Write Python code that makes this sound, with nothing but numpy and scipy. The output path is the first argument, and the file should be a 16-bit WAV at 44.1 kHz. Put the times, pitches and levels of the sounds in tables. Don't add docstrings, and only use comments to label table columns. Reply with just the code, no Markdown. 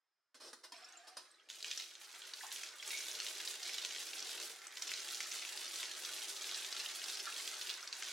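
import sys
import numpy as np
from scipy import signal
from scipy.fft import rfft, irfft, next_fast_len
from scipy.io import wavfile

SR = 44100
rng = np.random.default_rng(int(sys.argv[2]) if len(sys.argv) > 2 else 0)


def store_pcm(level_fs):
    pcm = np.round(np.clip(level_fs, -1, 1) * 32767).astype(np.int16)
    wavfile.write(sys.argv[1], SR, np.atleast_2d(pcm).T)


N = 358091
TIME = np.arange(N) / SR

# f/Hz, gain/dB
TICK_SPECTRUM = [(60, -68), (200, -53), (350, -12.5), (750, -16), (1200, -7.5), (2300, -5), (3700, 6.5),
                 (5000, 2.5), (6300, 1.5), (10000, -6.5), (16000, -25.5)]
# t/s, hold/s, loss/dB, recovery/s
FUR_DIPS = [(1.796, 0.062, 10.5, 1), (2.631, 0.088, 7, 0.073), (4.47, 0.19, 10, 0.12),
            (7.69, 0.12, 7.5, 0.15)]
# centre t/s, length/s, level/dB, centre f/Hz
SPLATTERS = [(1.75, 0.23, -46.5, 3880), (2.516, 0.16, -51, 8000), (2.906, 0.11, -51, 7040),
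             (3.735, 0.5, -59, 4370), (4.875, 0.22, -50, 5100), (5.1, 0.86, -54, 5900),
             (6.625, 0.12, -49.5, 7400), (6.8, 0.1, -51.5, 3860), (7.707, 0.12, -47, 4400)]
# t/s, level/dB, cavity f/Hz
BIG_LUMPS = [(1.488, -46, 2920), (1.5006, -35.5, 3530), (1.6267, -35, 4440), (1.645, -31.5, 3050),
             (1.7125, -31, 3020), (1.7753, -29.5, 5460), (1.953, -43.5, 4040), (2.219, -41, 3200),
             (2.3363, -33.5, 4120), (2.5169, -34.5, 3340), (2.561, -35, 3220), (2.6337, -35, 2480),
             (2.8265, -36.5, 2470), (2.877, -37.5, 6830), (2.9055, -33.5, 2330), (3.0053, -34, 5800),
             (3.0255, -39, 4330), (3.1141, -34.5, 5500), (3.151, -35.5, 3570), (3.2013, -31, 3640),
             (3.266, -32.5, 3740), (3.4757, -31, 4480), (3.6319, -36, 4280), (3.6641, -35, 3960),
             (3.7832, -31, 3380), (3.8489, -29, 3600), (3.9083, -33, 3200), (3.9245, -35.5, 4100),
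             (3.9619, -35, 2700), (4.133, -36.5, 3760), (4.226, -34, 5270), (4.669, -39, 8100),
             (4.7713, -35, 3710), (4.8217, -34, 4570), (4.8776, -36, 5900), (4.917, -32.5, 2400),
             (4.9376, -29.5, 4100), (5.0866, -33.5, 3500), (5.1462, -32, 4220), (5.2046, -30, 2200),
             (5.3141, -32, 6030), (5.45, -32.5, 2850), (5.5747, -33, 4100), (5.799, -34.5, 4100),
             (5.83, -32.5, 2280), (6.0496, -32.5, 3940), (6.443, -35, 3700), (6.513, -33, 3800),
             (6.545, -32.5, 4140), (6.5757, -34, 7160), (6.623, -37, 3700), (6.647, -34, 3450),
             (6.726, -30.5, 4580), (6.7653, -30.5, 3610), (6.7994, -33, 4430), (6.8606, -31.5, 3220),
             (7.0406, -32, 4920), (7.099, -32.5, 4000), (7.2028, -33, 5450), (7.3973, -39, 3430),
             (7.476, -31, 3390), (7.6131, -32, 4060), (7.6712, -34, 4300), (7.8274, -37, 5570),
             (7.875, -34, 4620), (7.9271, -31, 3900), (8.0239, -31.5, 2390)]
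# f/Hz, gain/dB
CRACK_SPECTRUM = [(100, -35), (900, -30.5), (1600, -3), (3700, -1), (6300, 4.5), (9000, -11.5),
                  (16000, -45.5)]
# f/Hz, level/dB, t60/s
TUB_MODES = [(94.3, -21, 0.12), (170.3, -22.5, 0.37), (285, -11, 0.19), (344, 1.5, 0.083),
             (393.7, 2.5, 0.12), (461, 1, 0.08), (536, -3.5, 0.16), (613, 0.5, 0.17), (634, -5, 0.13),
             (724, -3.5, 0.045), (812, -2.5, 0.046)]
# t/s, level/dB
DRUM_LEVELS = [(0.35, -81), (0.47, -63.5), (0.56, -80.5), (1.35, -83.5), (1.65, -70), (2.6, -68),
               (3.1, -65), (3.8, -67), (4.45, -62), (4.8, -67.5), (6.1, -66), (8.12, -67.5)]
# t/s, level/dB, f/Hz, t60/s
DRIPS = [(0.844, -44, 5430, 0.024), (0.971, -46, 7230, 0.022), (1.343, -55, 3930, 0.026),
         (1.397, -54, 3000, 0.024), (2.408, -38, 1780, 0.022), (2.433, -44.5, 939, 0.14),
         (2.798, -41, 3335, 0.024), (2.907, -41.5, 2290, 0.44), (2.912, -44, 3760, 0.26),
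         (7.268, -37, 1475, 0.075)]
# t/s, level/dB, rise/s, hold/s, t60/s
BURSTS = [(0.3434, -58, 0.00093, 0.0069, 0.12), (0.4, -56, 0.0018, 0.084, 0.14),
          (0.529, -47, 0.0027, 0.0018, 0.022), (0.631, -52, 0.0096, 0.0062, 0.068),
          (0.72, -46.5, 0.0012, 0.0023, 0.033), (1.067, -53, 0.01, 0.0067, 0.055),
          (1.1678, -44, 0.00082, 0.0019, 0.078)]
# f/Hz, gain/dB
RATTLE_SPECTRUM = [(90, -53), (220, -14.5), (350, 6.5), (480, 0), (1400, 6), (2500, -2.5), (5500, 6.5),
                   (6400, -1.5), (9700, -4.5), (16000, -24.5)]
# f/Hz, level/dB, t60/s
HEAD_MODES = [(1270, -28, 0.044), (4290, -23, 0.049), (5350, -24, 0.03), (5700, -27, 0.03),
              (9640, -19.5, 0.01), (9800, -23, 0.01)]
# t/s, f/Hz
HOSE_PITCH = [(0.721, 720), (.79, 653), (0.847, 730), (.94, 750), (1.0, 686), (1.12, 712), (1.18, 772)]
# ratio to pitch, level/dB
AIR_MODES = [(1, -68), (1.7, -73), (2.3, -74)]
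# f/Hz, gain/dB
HUSH_SPECTRUM = [(50, -22), (250, -21), (360, -11), (1600, -4), (2600, -13), (4700, -14.5), (5100, -3.5),
                 (5600, -16.5), (15000, -30)]
# f/Hz, side gain/dB
SIDE_SPECTRUM = [(100, -12.5), (700, -13), (2800, -10), (11000, -7)]

SPRAY_ON_S = 1.49
LUMP_LOW_HZ, LUMP_HIGH_HZ = 2750, 6480


def spray():
    ticks = rms_one(coloured(drops(per_s=15000, spread_db=4.5), TICK_SPECTRUM))
    ticks *= clumps(per_s=130, spread_db=3, t60_s=0.015, steady=0.099)
    fizz = bubbles(per_s=1500, spread_db=2.5, low_hz=2270, high_hz=7730, cycles=8)
    fizz *= clumps(per_s=63, spread_db=6.5, t60_s=0.024, steady=0.4)
    sparkle = bubbles(per_s=1200, spread_db=1, low_hz=5170, high_hz=11100, cycles=9.6)
    sparkle *= clumps(per_s=30, spread_db=-2.5, t60_s=0.19, steady=0.081)
    fat = bubbles(per_s=50, spread_db=0.5, low_hz=2520, high_hz=6630, cycles=8.4)
    mix = from_db(-2) * ticks + from_db(-5) * fizz + from_db(-6.5) * sparkle + from_db(-10) * fat
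    return high_pass(mix, hz=300)


def spray_gain(full_db=-48.5, swell_db=11, swell_s=0.48):
    onset_db = np.interp(TIME - SPRAY_ON_S, [0, swell_s], [-swell_db, 0])
    return (TIME > SPRAY_ON_S) * from_db(full_db + onset_db - fur_loss_db())


def fur_loss_db(turn_s=0.1):
    return sum(np.interp(TIME, at_s + np.cumsum([0, turn_s, hold_s, recovery_s]), [0, db, db, 0])
               for at_s, hold_s, db, recovery_s in FUR_DIPS)


def splatter(pitch_ratio=1.35):
    out = 0
    for centre_s, length_s, db, hz in SPLATTERS:
        swell = np.cos(np.pi * np.clip((TIME - centre_s) / length_s, -0.5, 0.5))
        low_hz, high_hz = hz / pitch_ratio, hz * pitch_ratio
        droplets = bubbles(per_s=2400, spread_db=6.5, low_hz=low_hz, high_hz=high_hz, cycles=8.9)
        out += from_db(db) * swell * droplets
    return high_pass(out * clumps(per_s=75, spread_db=4, t60_s=0.025, steady=0.22), hz=1190)


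def slaps(crack_t60_s=0.01, scatter_t60_s=0.36, cavity_t60_s=0.021, cavity_rise_s=0.0001, cavity_db=-4.5):
    impacts, cavities, t = np.zeros(N), np.zeros(N), TIME[:SR // 8]
    envelope = from_db(-60 * t / cavity_t60_s) * np.minimum(t / cavity_rise_s, 1)
    for at_s, db, hz in list(BIG_LUMPS) + small_lumps():
        scatter_db = -13 - 5 * np.log2(hz / LUMP_LOW_HZ)
        droplets = rng.standard_normal(len(t)) * narrowband(0, t, width_hz=400)
        droplets *= from_db(scatter_db - 60 * t / scatter_t60_s)
        crack = rng.choice([-1, 1], len(t)) * from_db(-60 * t / crack_t60_s)
        add(impacts, at_s, from_db(db) * (crack + droplets))
        cavity = np.std(envelope) * rms_one(envelope * narrowband(hz, t, width_hz=1900))
        add(cavities, at_s, from_db(db + cavity_db) * cavity)
    return from_db(-0.1) * coloured(impacts, CRACK_SPECTRUM) + high_pass(cavities, hz=1210)


def small_lumps(per_s=6, boost_db=12):
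    running_s = TIME[-1] - SPRAY_ON_S
    when, pitch = rng.random((int(per_s * running_s), 2)).T
    at_s = SPRAY_ON_S + when * running_s
    spray_db = 20 * np.log10(np.interp(at_s, TIME, spray_gain()) + 1e-18)
    hz = LUMP_LOW_HZ * (LUMP_HIGH_HZ / LUMP_LOW_HZ) ** pitch
    return list(zip(at_s, spray_db + boost_db, hz))


def pool(formed_s=2.12, level_db=-62, deepening_db_per_s=0.69):
    gathered = np.interp(TIME, [SPRAY_ON_S, formed_s], [0, 1])
    gain = gathered ** 2 * from_db(level_db + deepening_db_per_s * (TIME - formed_s))
    medium = bubbles(per_s=1300, spread_db=4, low_hz=1304, high_hz=2550, cycles=13)
    large = bubbles(per_s=900, spread_db=3.5, low_hz=700, high_hz=1307, cycles=33)
    return gain * (medium + from_db(-13) * large)


def tub_drumming(fur_share=0.77):
    hits = drops(per_s=2500, spread_db=4)
    shell = 0
    for hz, db, t60_s in TUB_MODES:
        velocity = np.diff(ring(hits * rng.standard_normal(N), hz, t60_s), prepend=0)
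        radiated = high_pass(velocity, hz * 0.83)
        shell += from_db(db) * rms_one(radiated)
    at_s, bare_db = np.transpose(DRUM_LEVELS)
    level_db = np.interp(TIME, at_s, bare_db) - fur_share * fur_loss_db()
    return (TIME > at_s[0]) * from_db(level_db) * rms_one(shell)


def plops(glide_per_t60=0.026, rise_s=0.00065, wobble=3):
    out, t = np.zeros(N), TIME[:SR // 4]
    for at_s, db, hz, t60_s in DRIPS:
        pitch_hz = hz * (1 + glide_per_t60 * t / t60_s)
        tone = np.sin(2 * np.pi * np.cumsum(pitch_hz) / SR)
        tone += wobble * narrowband(pitch_hz, t, width_hz=520)
        envelope = from_db(db - 60 * t / t60_s) * (1 - np.exp(-t / rise_s))
        add(out, at_s, np.std(envelope) * rms_one(envelope * tone))
    return high_pass(out, hz=740)


def spurts(dribble_on_s=0.72, dribble_hold_s=0.071, fade_db_per_s=19):
    force, t = np.zeros(N), TIME[:SR // 2]
    for at_s, db, rise_s, hold_s, t60_s in BURSTS:
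        decay_db = 60 * np.maximum(t - rise_s - hold_s, 0) / t60_s
        add(force, at_s, np.minimum(t / rise_s, 1) * from_db(db - decay_db))
    age_s = TIME - dribble_on_s
    dribble = (age_s > 0) * from_db(-58 - fade_db_per_s * np.maximum(age_s - dribble_hold_s, 0))
    rattle = force * rms_one(coloured(drops(per_s=6000, spread_db=3.5), RATTLE_SPECTRUM))
    head = sum(from_db(db) * rms_one(ring(rattle, hz, t60_s)) for hz, db, t60_s in HEAD_MODES)
    rattle += np.std(rattle) * head
    rattle += from_db(-7) * dribble * rms_one(coloured(drops(per_s=1500, spread_db=2.5), RATTLE_SPECTRUM))
    reflected = signal.fftconvolve(rattle, echoes(room_db=-11))[:N]
    gurgle = bubbles(per_s=700, spread_db=2.5, low_hz=1212, high_hz=4350, cycles=70)
    tinkle = bubbles(per_s=120, spread_db=5, low_hz=4380, high_hz=8840, cycles=90)
    bubbling = dribble * (from_db(-4) * gurgle + from_db(-9) * tinkle)
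    return high_pass(from_db(-1.5) * (rattle + reflected) + bubbling, hz=160)


def hose_tone(rise_s=0.01, fade_s=0.04):
    at_s, hz = np.transpose(HOSE_PITCH)
    gate = np.interp(TIME, [at_s[0] - rise_s, at_s[0], at_s[-1], at_s[-1] + fade_s], [0, 1, 1, 0])
    pitch_hz = np.interp(TIME, at_s, hz)
    return gate * sum(from_db(db) * narrowband(ratio * pitch_hz, TIME, width_hz=110)
                      for ratio, db in AIR_MODES)


def bathroom(dry, lean_db=-0.5, wander_hz=30, spots=8):
    shares = np.array([narrowband(0, TIME, wander_hz) for _ in range(spots)])
    shares /= np.linalg.norm(shares, axis=0)
    size = next_fast_len(N + SR // 2, True)
    ahead, across = 0, 0
    for share in shares:
        landed = rfft(dry * share, size)
        ahead += landed * rfft(echoes(), size)
        across += landed * rfft(echoes(), size)
    echo_power = np.sum(echoes() ** 2)
    mid = (dry + irfft(ahead, size)[:N]) / np.sqrt(1 + echo_power)
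    side = coloured(irfft(across, size)[:N], SIDE_SPECTRUM) / np.sqrt(echo_power)
    return np.array([(mid + side) * from_db(lean_db), (mid - side) * from_db(-lean_db)])


def echoes(tub_db=-3, tub_t60_s=0.059, room_db=-6, room_t60_s=0.42):
    t = TIME[:SR // 2]
    tub = rng.standard_normal(len(t)) * from_db(-60 * t / tub_t60_s) * (t > 0.001)
    room = rng.standard_normal(len(t)) * from_db(-60 * t / room_t60_s) * (t > 0.008)
    return from_db(tub_db) * tub / np.linalg.norm(tub) + from_db(room_db) * room / np.linalg.norm(room)


def room_hush(level_db=-93.5):
    return from_db(level_db) * rms_one(coloured(rng.standard_normal(N), HUSH_SPECTRUM))


def drops(per_s, spread_db):
    sizes = from_db(spread_db * np.minimum(rng.exponential(1, N), 3))
    return sizes * rng.choice([-1, 1], N) * (rng.random(N) < per_s / SR)


def clumps(per_s, spread_db, t60_s, steady):
    pole = from_db(-120 / (t60_s * SR))
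    power = signal.lfilter([1], [1, -pole], np.abs(drops(per_s, spread_db)) + 1e-18)
    return rms_one(np.sqrt(steady + power / power.mean()))


def bubbles(per_s, spread_db, low_hz, high_hz, cycles, glide=0.11):
    pitch, strength, when = np.hsplit(rng.random((int(per_s * N / SR), 3)), 3)
    hz = low_hz * (high_hz / low_hz) ** pitch
    size = from_db(spread_db * np.minimum(-np.log(strength), 4))
    steps = np.arange(int(min(cycles / low_hz, 0.03) * SR * 0.6))
    age = steps / SR * hz / cycles
    envelope = size * np.sqrt(hz) * from_db(-60 * age)
    waves = envelope * np.sin(2 * np.pi * cycles * age * (1 + glide * age))
    index = (when * N).astype(int) + steps
    sound = np.bincount(index.ravel(), waves.ravel(), N)[:N]
    return rms_one(high_pass(sound, low_hz / 2))


def narrowband(hz, t, width_hz):
    phase = 2 * np.pi * np.cumsum(np.broadcast_to(hz, t.shape)) / SR
    knots = rng.standard_normal((2, int(t[-1] * width_hz) + 2))
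    in_phase, quadrature = (np.interp(t * width_hz, np.arange(len(row)), row) for row in knots)
    return in_phase * np.cos(phase) + quadrature * np.sin(phase)


def ring(clicks, hz, t60_s):
    radius, angle = from_db(-60 / (t60_s * SR)), 2 * np.pi * hz / SR
    return signal.lfilter([0, np.sin(angle)], [1, -2 * radius * np.cos(angle), radius ** 2], clicks + 1e-18)


def coloured(x, spectrum):
    size = 2 * next_fast_len(len(x) // 2 + 4096)
    hz, db = np.transpose(spectrum)
    grid_hz = np.maximum(np.arange(size // 2 + 1) * SR / size, 1)
    gain = from_db(np.interp(np.log(grid_hz), np.log(hz), db))
    cepstrum = irfft(np.log(gain))
    cepstrum[1:size // 2] *= 2
    cepstrum[size // 2 + 1:] = 0
    return irfft(rfft(x, size) * np.exp(rfft(cepstrum)))[:len(x)]


def high_pass(x, hz):
    return signal.sosfilt(signal.butter(2, hz, "high", fs=SR, output="sos"), x)


def add(track, at_s, sound):
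    start = round(at_s * SR)
    track[start:start + len(sound)] += sound[:N - start]


def from_db(db):
    return 10 ** (np.asarray(db) / 20)


def rms_one(x):
    return x / np.sqrt(np.mean(x ** 2) + 1e-20)


def scene():
    running = spray_gain() * spray() + splatter() + pool()
    hush = room_hush()
    lumps = slaps()
    direct = from_db(-7) * lumps + tub_drumming()
    return direct + bathroom(running + from_db(-2.5) * lumps + plops() + spurts() + hose_tone() + hush)


def record(dry, low_hz=70.5, high_hz=15900):
    low_pass = signal.ellip(12, 0.1, 70, high_hz, fs=SR, output="sos")
    return signal.sosfilt(low_pass, high_pass(dry, low_hz))


dry = scene()
out = record(dry)
store_pcm(out)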